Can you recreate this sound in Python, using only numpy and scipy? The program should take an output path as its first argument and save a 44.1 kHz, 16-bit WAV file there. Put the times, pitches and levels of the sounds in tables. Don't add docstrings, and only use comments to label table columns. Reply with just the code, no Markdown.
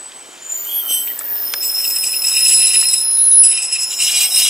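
import sys
import numpy as np
from scipy import signal
from scipy.fft import rfft, irfft, next_fast_len
from scipy.io import wavfile
from scipy.ndimage import uniform_filter1d, minimum_filter1d, map_coordinates

SR = 44100
rng = np.random.default_rng(int(sys.argv[2]) if len(sys.argv) > 2 else 0)


def put_to_file(sound):
    columns = np.atleast_2d(sound).T
    safe = np.clip(columns, -1, 1)
    whole_steps = np.round(safe * 32767)
    wavfile.write(sys.argv[1], SR, whole_steps.astype(np.int16))


def rack_gain(trim_db):
    fader = np.asarray(trim_db, float)
    return 10 ** (fader / 20)


N = 198273
TIME = np.arange(N) / SR


def unit(x):
    return x / np.sqrt(np.mean(np.abs(x) ** 2) + 1e-20)


def along(points, hz):
    f, v = np.transpose(points)
    return np.interp(np.log(hz + 1), np.log(f + 1), v)


def curves(rows):
    s, *columns = np.transpose(rows)
    since_start = TIME - s[0] + (s[0] < .01)
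    until_end = s[-1] - TIME + (s[-1] > 4.48)
    gate = np.clip(np.minimum(since_start, until_end) / .02, 0, 1)
    return [np.interp(TIME, s, column) for column in columns] + [gate]


def held(rows):
    db, gate = curves(rows)
    return gate * rack_gain(db)


def swells(rates, rows):
    growth, decay = rates
    s, hold, db = np.transpose(rows)[..., None]
    growing_db = growth * np.maximum(s - TIME, 0)
    dying_db = decay * np.maximum(TIME - s - np.abs(hold), 0)
    return np.sqrt(np.sum(rack_gain(db - growing_db - dying_db) ** 2, axis=0) + 1e-20)


def wobble(rate):
    coarse = TIME[::16]
    knots = rng.standard_normal(int(N * rate / SR) + 4)
    return unit(np.interp(TIME, coarse, map_coordinates(knots, [coarse * rate])))


def filtered(x, response):
    m = next_fast_len(N + SR // 2)
    return irfft(rfft(x, m) * response(np.fft.rfftfreq(m, 1 / SR)), m)[..., :N]


def resonances(table):
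    def response(f):
        return sum((-1) ** k * rack_gain(db) * 1j * f * width / (hz * hz - f * f + 1j * f * width)
                   for k, (hz, width, db) in enumerate(table))
    return response


def patchy(count, patchy_db):
    z = signal.stft(rng.standard_normal((count, N)), nperseg=512)[2]
    field = uniform_filter1d(rng.standard_normal(z.shape[1:]), size=6, axis=0)
    field = uniform_filter1d(field, size=8, axis=1)
    return signal.istft(z * rack_gain(patchy_db * unit(field)), nperseg=512)[1][:, :N]


# (time [s], speed [m/s])
ROLLING_SPEED = [(.9, 1.63), (2, 1.46), (2.5, 1.06), (3.1, .6), (3.5, .53), (3.9, .17), (4.4, 0)]


def creep(rest_hz, hz_per_speed):
    return [(s, rest_hz - hz_per_speed * speed) for s, speed in ROLLING_SPEED]


def singing(track, rough, width_hz, skirt_db):
    scatter = rough * (wobble(width_hz) + 1j * wobble(width_hz))
    chatter = rack_gain(skirt_db) * (wobble(300) + 1j * wobble(300))
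    pitch_hz = np.interp(TIME, *np.transpose(track)) + 3.5 * wobble(6)
    return unit(1 + scatter + chatter) * np.exp(2j * np.pi * np.cumsum(pitch_hz) / SR)


def squeal(track, level, rough, width_hz, skirt_db):
    return np.sqrt(2) * level * singing(track, rough, width_hz, skirt_db)


def mode(rest_hz, hz_per_speed, song, rough, width_hz, skirt_db):
    return squeal(creep(rest_hz, hz_per_speed), swells(*song), rough, width_hz, skirt_db)


def wheels():
    top, under = highest_pair()
    loud = strongest_mode()
    low, twin, octave = low_pair()
    mixed = contact_tones(under, loud, low)
    return (top + under + loud + low + twin + octave + thin_pair() + brief_modes() + mixed).real


# (time [s], level [dB])
STRONGEST = [(1.0, -48.5), (1.75, -33), (2.42, -22.5), (2.53, -12), (2.64, -13.5), (2.73, -20.5),
             (2.78, -8), (2.83, -21), (3.0, -19.5), (3.4, -5), (3.47, -7.5), (3.55, -20), (3.585, -34),
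             (3.63, -30), (3.97, -35.5), (4.03, -34), (4.38, -29), (4.5, -24)]


def strongest_mode():
    return squeal(creep(10330, 30), held(STRONGEST), rough=.12, width_hz=40, skirt_db=-17)


# (time [s], level [dB], share of the twin [0-1])
LOW_PAIR = [(1.22, -57, 1), (1.3, -47, 0.96), (1.43, -31.5, 1), (1.52, -28.5, 0.46), (1.68, -22.5, 0.53),
            (1.79, -19, 0.91), (1.99, -23, 0.36), (2.43, -17.5, 0.11), (2.89, -17, 0.05),
            (2.97, -20.5, 0.3), (3.03, -25.5, .3), (3.15, -29.5, 0.2), (3.22, -40, 0.5), (3.4, -32, 0.3),
            (3.44, -25, 1), (3.65, -26.5, 0.1), (3.84, -22, 0.02), (3.97, -28, 0.6), (4.02, -20, 0.4),
            (4.29, -22.5, 0.76), (4.36, -16.5, 0.15), (4.5, -23, 0)]


def low_pair():
    db, share, gate = curves(LOW_PAIR)
    share = np.clip(share, 0, 1)
    cycle = singing(creep(5260, 20), rough=0.68, width_hz=60, skirt_db=-6.5)
    twin = singing(creep(5294, 14), rough=0.56, width_hz=50, skirt_db=-13.5)
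    level = np.sqrt(2) * gate * rack_gain(db)
    low_level = level * np.sqrt(1 - share)
    octave = rack_gain(-3 - 14.5) * (low_level / rack_gain(-14.5)) ** 1.34 * unit(cycle ** 2)
    return low_level * cycle, level * np.sqrt(share) * twin, octave


# (time [s], hold [s], level [dB])
TOP_SONG = ((241, 161), [(.581, .181, -27.2), (.761, .032, -23.2), (.851, .371, -27), (1.251, .231, -23.2),
            (1.581, .351, -23.2), (2.031, .501, -29), (2.581, .011, -33.5), (2.721, .321, -36),
            (3.151, .151, -50), (3.801, .191, -41.5), (4.041, .081, -29.2), (4.221, .011, -22.2),
            (4.371, .022, -21.2)])
UNDER_SONG = ((110, 170), [(.76, .2, -29), (1.1, .15, -32), (1.33, .22, -28), (1.68, .5, -32.5),
              (2.3, .2, -38), (2.58, .35, -32.5), (2.98, .3, -35), (4.26, .19, -30)])


def highest_pair():
    top = mode(14499, 5, TOP_SONG, rough=0.036, width_hz=24.3, skirt_db=-25)
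    under = mode(14428, 40, UNDER_SONG, rough=0.25, width_hz=25.45, skirt_db=-5.5)
    return top * rack_gain(2.2 * wobble(18)), under


# (time [s], hold [s], level [dB])
BEAT_SONG = (180, 210), [(2.1, .3, -52), (2.52, 0.38, -32), (2.88, 0.13, -44), (3.04, .1, -40),
             (3.18, .21, -36.5)]


def contact_tones(under, loud, low):
    beat = mode(14428 - 10330, 40 - 30, BEAT_SONG, rough=.25, width_hz=30.16, skirt_db=-7)
    beat = beat * rack_gain(2.5 * wobble(13))
    return rack_gain(23.5) * under * low.conj() + beat + rack_gain(-7) * loud * beat.conj()


# (time [s], hold [s], level [dB])
THIN_SONG = (180, 770), [(.75, 0.057, -21), (.9, 0.041, -28), (1.0, 0.072, -37)]
THINNER_SONG = (140, 127), [(.82, .01, -43), (.955, 0.009, -19.5)]


def thin_pair():
    thin = mode(11368, 0, THIN_SONG, rough=0.15, width_hz=38.5, skirt_db=-18)
    return thin + mode(11270, 0, THINNER_SONG, rough=0.55, width_hz=50.0, skirt_db=-2.7)


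# (time [s], hold [s], level [dB])
EARLY_SONG = (330, 240), [(0, 0.065, -31.5), (.16, 0.059, -37), (.26, 0.078, -44.5), (1.19, .01, -39.5),
              (2.88, .05, -43), (3.3, .05, -37.5), (3.42, .01, -46)]
JUMP_SONG = (530, 144), [(.91, 0.087, -25.5)]
SIDE_RIM_SONG = (320, 590), [(.46, 0.14, -42.5), (.84, 0.23, -37), (1.64, 0.3, -38), (1.96, 0.069, -33),
                 (2.02, 0.1, -32), (2.26, 0.64, -31.5), (2.92, 0.072, -35), (3.45, 0.23, -33),
                 (3.98, .18, -44), (4.25, 0.0038, -14), (4.36, 0.025, -19.5), (4.45, .05, -23)]
MIDDLE_SONG = (330, 102), [(.29, 0.13, -47), (.44, .02, -33.5), (.507, 0.043, -23), (3.76, 0.069, -37),
               (3.85, 0.069, -33), (3.91, 0.14, -29.5)]
CHIRP_SONG = (390, 220), [(.1, 0.52, -52), (.676, 0.17, -34.5), (.905, 0.045, -21), (.98, 0.036, -34.5),
              (1.08, 0.016, -36)]
TIP_SONG = (400, 400), [(3.83, .2, -59), (4.05, .26, -47)]
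UPPER_SONG = (400, 480), [(3.5, 0.022, -19), (3.575, 0.014, -18), (3.65, 0.024, -31), (3.74, 0.037, -32),
              (3.8, 0.044, -34)]
# (time [s], pitch [Hz])
MIDDLE_TRACK = [(.3, 7110), (.55, 7065), (3.9, 7088)]
CHIRP_TRACK = [(.6, 3095), (.66, 2980), (.7, 3260), (.73, 3310), (.8, 3310), (.83, 3095)]


def brief_modes():
    early = mode(8014, 33, EARLY_SONG, rough=0.26, width_hz=60.7, skirt_db=-7.0)
    jump = mode(8010, 0, JUMP_SONG, rough=0.4, width_hz=62.8, skirt_db=7.8)
    side = mode(8415, 15, SIDE_RIM_SONG, rough=0.44, width_hz=50, skirt_db=-11)
    middle = squeal(MIDDLE_TRACK, swells(*MIDDLE_SONG), rough=0.81, width_hz=90, skirt_db=0.5)
    chirp = squeal(CHIRP_TRACK, swells(*CHIRP_SONG), rough=0.32, width_hz=90, skirt_db=-5)
    tip = mode(15502, 0, TIP_SONG, rough=.3, width_hz=40, skirt_db=-14)
    upper = mode(10522, 20, UPPER_SONG, rough=.3, width_hz=40, skirt_db=-8)
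    return early + jump + side + middle + chirp + tip + upper


def brakes():
    return first_judder() + second_judder() + third_judder()


# (frequency [Hz], level [dB])
DISTANCE_COLOUR = [(300, -26), (1500, -9), (2500, -3.5), (9500, 1.5), (11000, -1.5), (12500, -27),
                   (16000, -38)]


def judder(force, body, rim, grip, lumpy_db, fill_db, rim_db, rim_power):
    lumps = rack_gain(lumpy_db * np.array([wobble(45), wobble(45), 0 * TIME]))
    noises = patchy(count=3, patchy_db=1.85) * lumps
    inner, outer, rasp = filtered(noises, lambda hz: rack_gain(along(DISTANCE_COLOUR, hz)))
    rim_gain = rack_gain(rim_db) * np.maximum(force / rack_gain(-32.0), .05) ** rim_power
    rings = unit(filtered(inner, resonances(body))) + rim_gain * unit(filtered(outer, resonances(rim)))
    pressure = force + uniform_filter1d(grip, size=3000)
    rasp_level = pressure * (pressure / rack_gain(-35.0)) ** 0.16 * rack_gain(fill_db)
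    return (force + grip) * rings + rasp_level * unit(rasp)


# (time [s], hold [s], level [dB])
FIRST_PRESSURE = (660, 200), [(.65, 0.18, -43.5), (.905, 0.023, -23)]
# (frequency [Hz], width [Hz], level [dB])
FIRST_BODY_RINGS = [(3000, 190, 3.5), (4350, 40, -24), (5530, 59, -2.5), (5750, 100, -14), (5930, 17, 12),
                    (6320, 230, -8)]
FIRST_RIM_RINGS = [(8300, 220, 8), (8430, 210, 8.5), (9270, 190, -3), (10300, 90, -2), (11550, 140, 1)]


def first_judder():
    return judder(swells(*FIRST_PRESSURE), FIRST_BODY_RINGS, FIRST_RIM_RINGS, np.zeros(N),
                  lumpy_db=-1.0, fill_db=-20, rim_db=5, rim_power=-.03)


# (time [s], hold [s], level [dB])
SECOND_PRESSURE = (2700, 117), [(1.62, 0.039, -39.5), (1.75, 0.23, -39), (2.02, 0.11, -39),
                   (2.24, 0.52, -30.5), (2.91, 0.042, -34), (3.1, 0.36, -53), (3.435, 0.062, -32.5),
                   (3.51, 0.14, -35.5), (3.7, 0.14, -36.5)]
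# (frequency [Hz], width [Hz], level [dB])
SECOND_BODY_RINGS = [(1930, 74, -4.5), (2560, 60, 8.5), (2630, 65, 4.5), (2793, 54, 7.5), (3143, 110, -9),
                     (3788, 54, -2), (4590, 69, -10), (4600, 25, -18)]
SECOND_RIM_RINGS = [(5220, 110, -2), (5720, 180, -17.5), (6030, 27, -10), (6430, 42, -11.5), (6810, 19, -8),
                    (7300, 18, -8.5), (7793, 134, 3.5), (7980, 80, 2), (9370, 25, -3.5), (10420, 43, -4),
                    (11350, 44, -13), (11900, 140, -2.5), (12300, 40, -7)]
# (time [s], peak level [dB], hold [s])
BITES = [(1.624, -17.5, 0.032), (1.733, -40, 0.028), (1.775, -35, 0.032), (1.839, -12, 0.024),
         (1.899, -11.5, 0.016), (1.954, -16, 0.022), (2.031, -10, 0.016), (2.063, -15.5, 0.031),
         (2.127, -16.5, 0.029), (2.217, -9, 0.01), (2.265, -14.5, 0.037), (2.362, -11, 0.015),
         (2.442, -8.5, 0.031), (2.477, -9, 0.074), (2.507, -16, 0.027), (2.591, -19, 0.049),
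         (2.613, -13, 0.045), (2.668, -27, 0.032), (2.728, -8, 0.033), (2.797, -9.5, 0.047),
         (2.884, -8.5, 0.015), (2.9305, -6, 0.015), (3.432, -8.5, 0.017), (3.511, -12, 0.019),
         (3.573, -14.5, 0.016), (3.62, -17, .015), (3.639, -21, 0.023), (3.711, -17.5, 0.02),
         (3.752, -14, 0.014), (3.79, -22, .025)]


def second_judder():
    bites, age = np.zeros(N), np.zeros(N)
    for s, db, hold in BITES:
        t = np.maximum(TIME - s, 0)
        bites += rack_gain(db - 17.0) * (1 - np.exp(-t / 0.0042)) / (1 + (t / hold) ** 4)
        age = np.where(TIME > s, t, age)
    chatter = judder(swells(*SECOND_PRESSURE), SECOND_BODY_RINGS, SECOND_RIM_RINGS, bites,
                     lumpy_db=3.5, fill_db=-6.0, rim_db=8.5, rim_power=-0.025)
    return chatter + slips(bites, age)


SLIP_ORDERS = [-19.5, -15, -2]


def slips(bites, age):
    rate_hz = 2605 * (1 + .012 * np.minimum(age / 0.034, 1.5) + .008 * wobble(30))
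    phase = 2 * np.pi * np.cumsum(rate_hz) / SR
    stack = np.zeros(N)
    for order, db in enumerate(SLIP_ORDERS, start=1):
        grain = singing([(0, 0.0032)], rough=0.87, width_hz=90, skirt_db=2)
        stack += rack_gain(db) * (grain * np.exp(1j * order * phase)).real
    return bites * stack


# (time [s], hold [s], level [dB])
THIRD_PRESSURE = (680, 370), [(3.92, 0.0029, -27), (4.005, 0.21, -21), (4.21, 0.039, -19),
                  (4.29, 0.065, -33), (4.36, 0.18, -19)]
# (frequency [Hz], width [Hz], level [dB])
THIRD_BODY_RINGS = [(2217, 38, -8), (2438, 29, -4), (2829, 52, 1), (3050, 27, -3.5), (3330, 32, -6.5),
                    (3920, 27, -1.5), (4510, 80, -13), (4690, 37, -12), (5030, 32, -6)]
THIRD_RIM_RINGS = [(5680, 69, -8.5), (6000, 26, 0), (6430, 53, -15), (6640, 28, -12), (6900, 73, -10.5),
                   (7180, 26, -7), (7300, 27, -3.5), (7710, 29, -0.5), (7990, 90, -1), (8440, 73, -7),
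                   (8840, 71, -14), (9410, 33, -2.5), (10340, 80, -7.5), (12180, 73, 8.5)]


def third_judder():
    return judder(swells(*THIRD_PRESSURE), THIRD_BODY_RINGS, THIRD_RIM_RINGS, np.zeros(N),
                  lumpy_db=1.26, fill_db=-6.5, rim_db=5, rim_power=-0.28)


def glide(s, end, hz, end_hz, db, rough, width_hz, skirt_db):
    return squeal([(s, hz), (end, end_hz)], held([(s, db), (end, db)]), rough, width_hz, skirt_db).real


# (time [s], end [s], pitch [Hz], end pitch [Hz]), then their levels [dB]
FRAME_NOTES = [(.82, .91, 1350, 1330), (1.08, 1.13, 1920, 1880), (1.15, 1.46, 1800, 1700),
               (4.1, 4.45, 780, 740), (.55, .75, 4650, 4650)]
FRAME_LEVELS = [-44.5, -36.5, -43, -46, -53]


def frame_groans():
    return sum(glide(*row, db, rough=1.0, width_hz=170, skirt_db=2.7)
               for row, db in zip(FRAME_NOTES, FRAME_LEVELS))


# (time [s], end [s], pitch [Hz], end pitch [Hz]), then their levels [dB]
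STRAND_NOTES = [(.66, .84, 3050, 3095), (.88, 1.05, 5230, 5270), (4.12, 4.31, 3315, 3300),
                (3.41, 3.5, 5030, 5060), (3.1, 3.4, 6430, 6430), (2.3, 2.76, 3850, 3830),
                (2.89, 3.02, 3830, 3880), (3.16, 3.24, 3850, 3850), (3.3, 3.37, 3900, 3900),
                (3.3, 3.35, 6120, 6120), (4.3, 4.47, 3880, 3910), (4.3, 4.47, 9350, 9370),
                (4.1, 4.49, 11300, 11320)]
STRAND_LEVELS = [-37.5, -42, -36, -28.5, -43.5, -38, -33, -38, -32.5, -32, -29, -30, -34]


def thin_strands():
    return sum(glide(*row, db, rough=0.71, width_hz=50, skirt_db=-0.5)
               for row, db in zip(STRAND_NOTES, STRAND_LEVELS))


# (time [s], peak level [dB], centre [Hz], width [Hz], t60 [s])
TICKS_AND_THUDS = [(0.119, -24.5, 3130, 2500, 0.022), (0.288, -32.5, 347, 300, 0.024),
                   (0.498, -27, 6950, 250, .04), (0.52, -12.5, 8750, 5000, 0.015),
                   (.907, -26.5, 503, 600, 0.042), (1.075, -17.5, 2670, 2000, 0.007),
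                   (1.081, -18, 3000, 2000, 0.0092), (1.19, -6.5, 8300, 2400, 0.024),
                   (1.211, -20, 1200, 1520, 0.0079), (1.538, -1, 3520, 7060, 0.019),
                   (1.539, -12, 1460, 900, .02), (1.541, -27, 500, 600, 0.027),
                   (1.814, -6.5, 8440, 2530, 0.0042), (2.77, -33, 305, 299, 0.023),
                   (2.827, -17, 1414, 1510, 0.012), (3.365, -39, 352, 298, 0.041),
                   (3.95, -48, 300, 300, .04)]


def knocks():
    out, t = np.zeros(N + SR), np.arange(SR // 10) / SR
    hz_bins = np.fft.rfftfreq(len(t), 1 / SR)
    for s, db, hz, width_hz, t60 in TICKS_AND_THUDS:
        crack = rng.standard_normal(len(t)) * rack_gain(-60 * t / t60)
        ring = irfft(rfft(crack) * resonances([(hz, width_hz, 0)])(hz_bins) ** 2, len(t))
        out[round(s * SR):][:len(t)] += rack_gain(db) * ring / np.abs(ring).max()
    return filtered(out[:N], lambda hz: 1 / (1 + 1j * hz / 11500) ** 2 / (1 + (hz / 12500) ** 12))


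# (frequency [Hz], level [dB])
ENGINE_ORDERS = [(70, -76), (372, -60), (743, -57)]


def idling():
    return sum(glide(0, 4.1, hz, hz, db, rough=0.21, width_hz=14, skirt_db=-29) for hz, db in ENGINE_ORDERS)


# (frequency [Hz], t60 [s])
VALLEY_DECAY = [(500, 0.164), (4000, 1), (12000, 0.15)]


def valley(x):
    hz, t, z = signal.stft(rng.standard_normal((2, SR // 2)), SR, nperseg=256)
    fade = rack_gain(-60 * t / along(VALLEY_DECAY, hz)[:, None])
    tail = signal.istft(z * fade, SR, nperseg=256)[1]
    delayed = np.pad(x, (400, 0))[None]
    return signal.fftconvolve(delayed, tail / np.linalg.norm(tail[0]), axes=1)[:, :N]


# (frequency [Hz], density [dB per Hz])
AIR_COLOUR = [(15, -55), (27, -22), (91, -19.5), (315, -3), (808, 0), (2570, -4.5), (8890, -9),
              (15600, -28)]
# (time [s], level [dB])
ENGINE_LOAD = [(0.0, -46), (0.56, -45.5), (1.36, -43.5), (3.8, -46), (4.5, -43.5)]
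# (frequency [Hz], correlation [0-1])
LIKENESS = [(60, .95), (250, .92), (1000, .86), (4000, .9), (12000, .9)]


def air():
    def mid_side(hz):
        angle = np.arccos(np.clip(along(LIKENESS, hz), -1, 1)) / 2
        return rack_gain(along(AIR_COLOUR, hz)) * [np.cos(angle), np.sin(angle)]
    mid, side = filtered(patchy(count=2, patchy_db=1.48), mid_side)
    level_db = curves(ENGINE_LOAD)[0] + 6.0 + 0.057 * wobble(3.3)
    return rack_gain(level_db) * unit(np.array([mid + side, mid - side]))


def scene():
    rough = brakes() + knocks() + frame_groans() + thin_strands() + idling()
    to_the_left = rack_gain([[.15], [-.15]])
    return (wheels() + rough) * to_the_left + rack_gain(-30) * valley(rough) + air()


def low_pass(x):
    return signal.sosfilt(signal.butter(12, 15800, fs=SR, output="sos"), x)


# (frequency [Hz], phase [rad])
PORT_LEAD = [(25, -0.68), (125, 0.9), (430, -1.21), (1030, -1.29), (3530, -0.82), (5860, -0.51),
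             (9400, -0.29), (15300, -0.28)]


def record(dry):
    ports = filtered(dry, lambda hz: np.exp(.5j * np.outer([1, -1], along(PORT_LEAD, hz))))
    needed = np.minimum(1, .99 / (np.abs(ports).max(axis=0) + 1e-9))
    gain = uniform_filter1d(minimum_filter1d(needed, size=441), size=441)
    return low_pass(ports * gain)


dry = scene()
out = record(dry)
put_to_file(out)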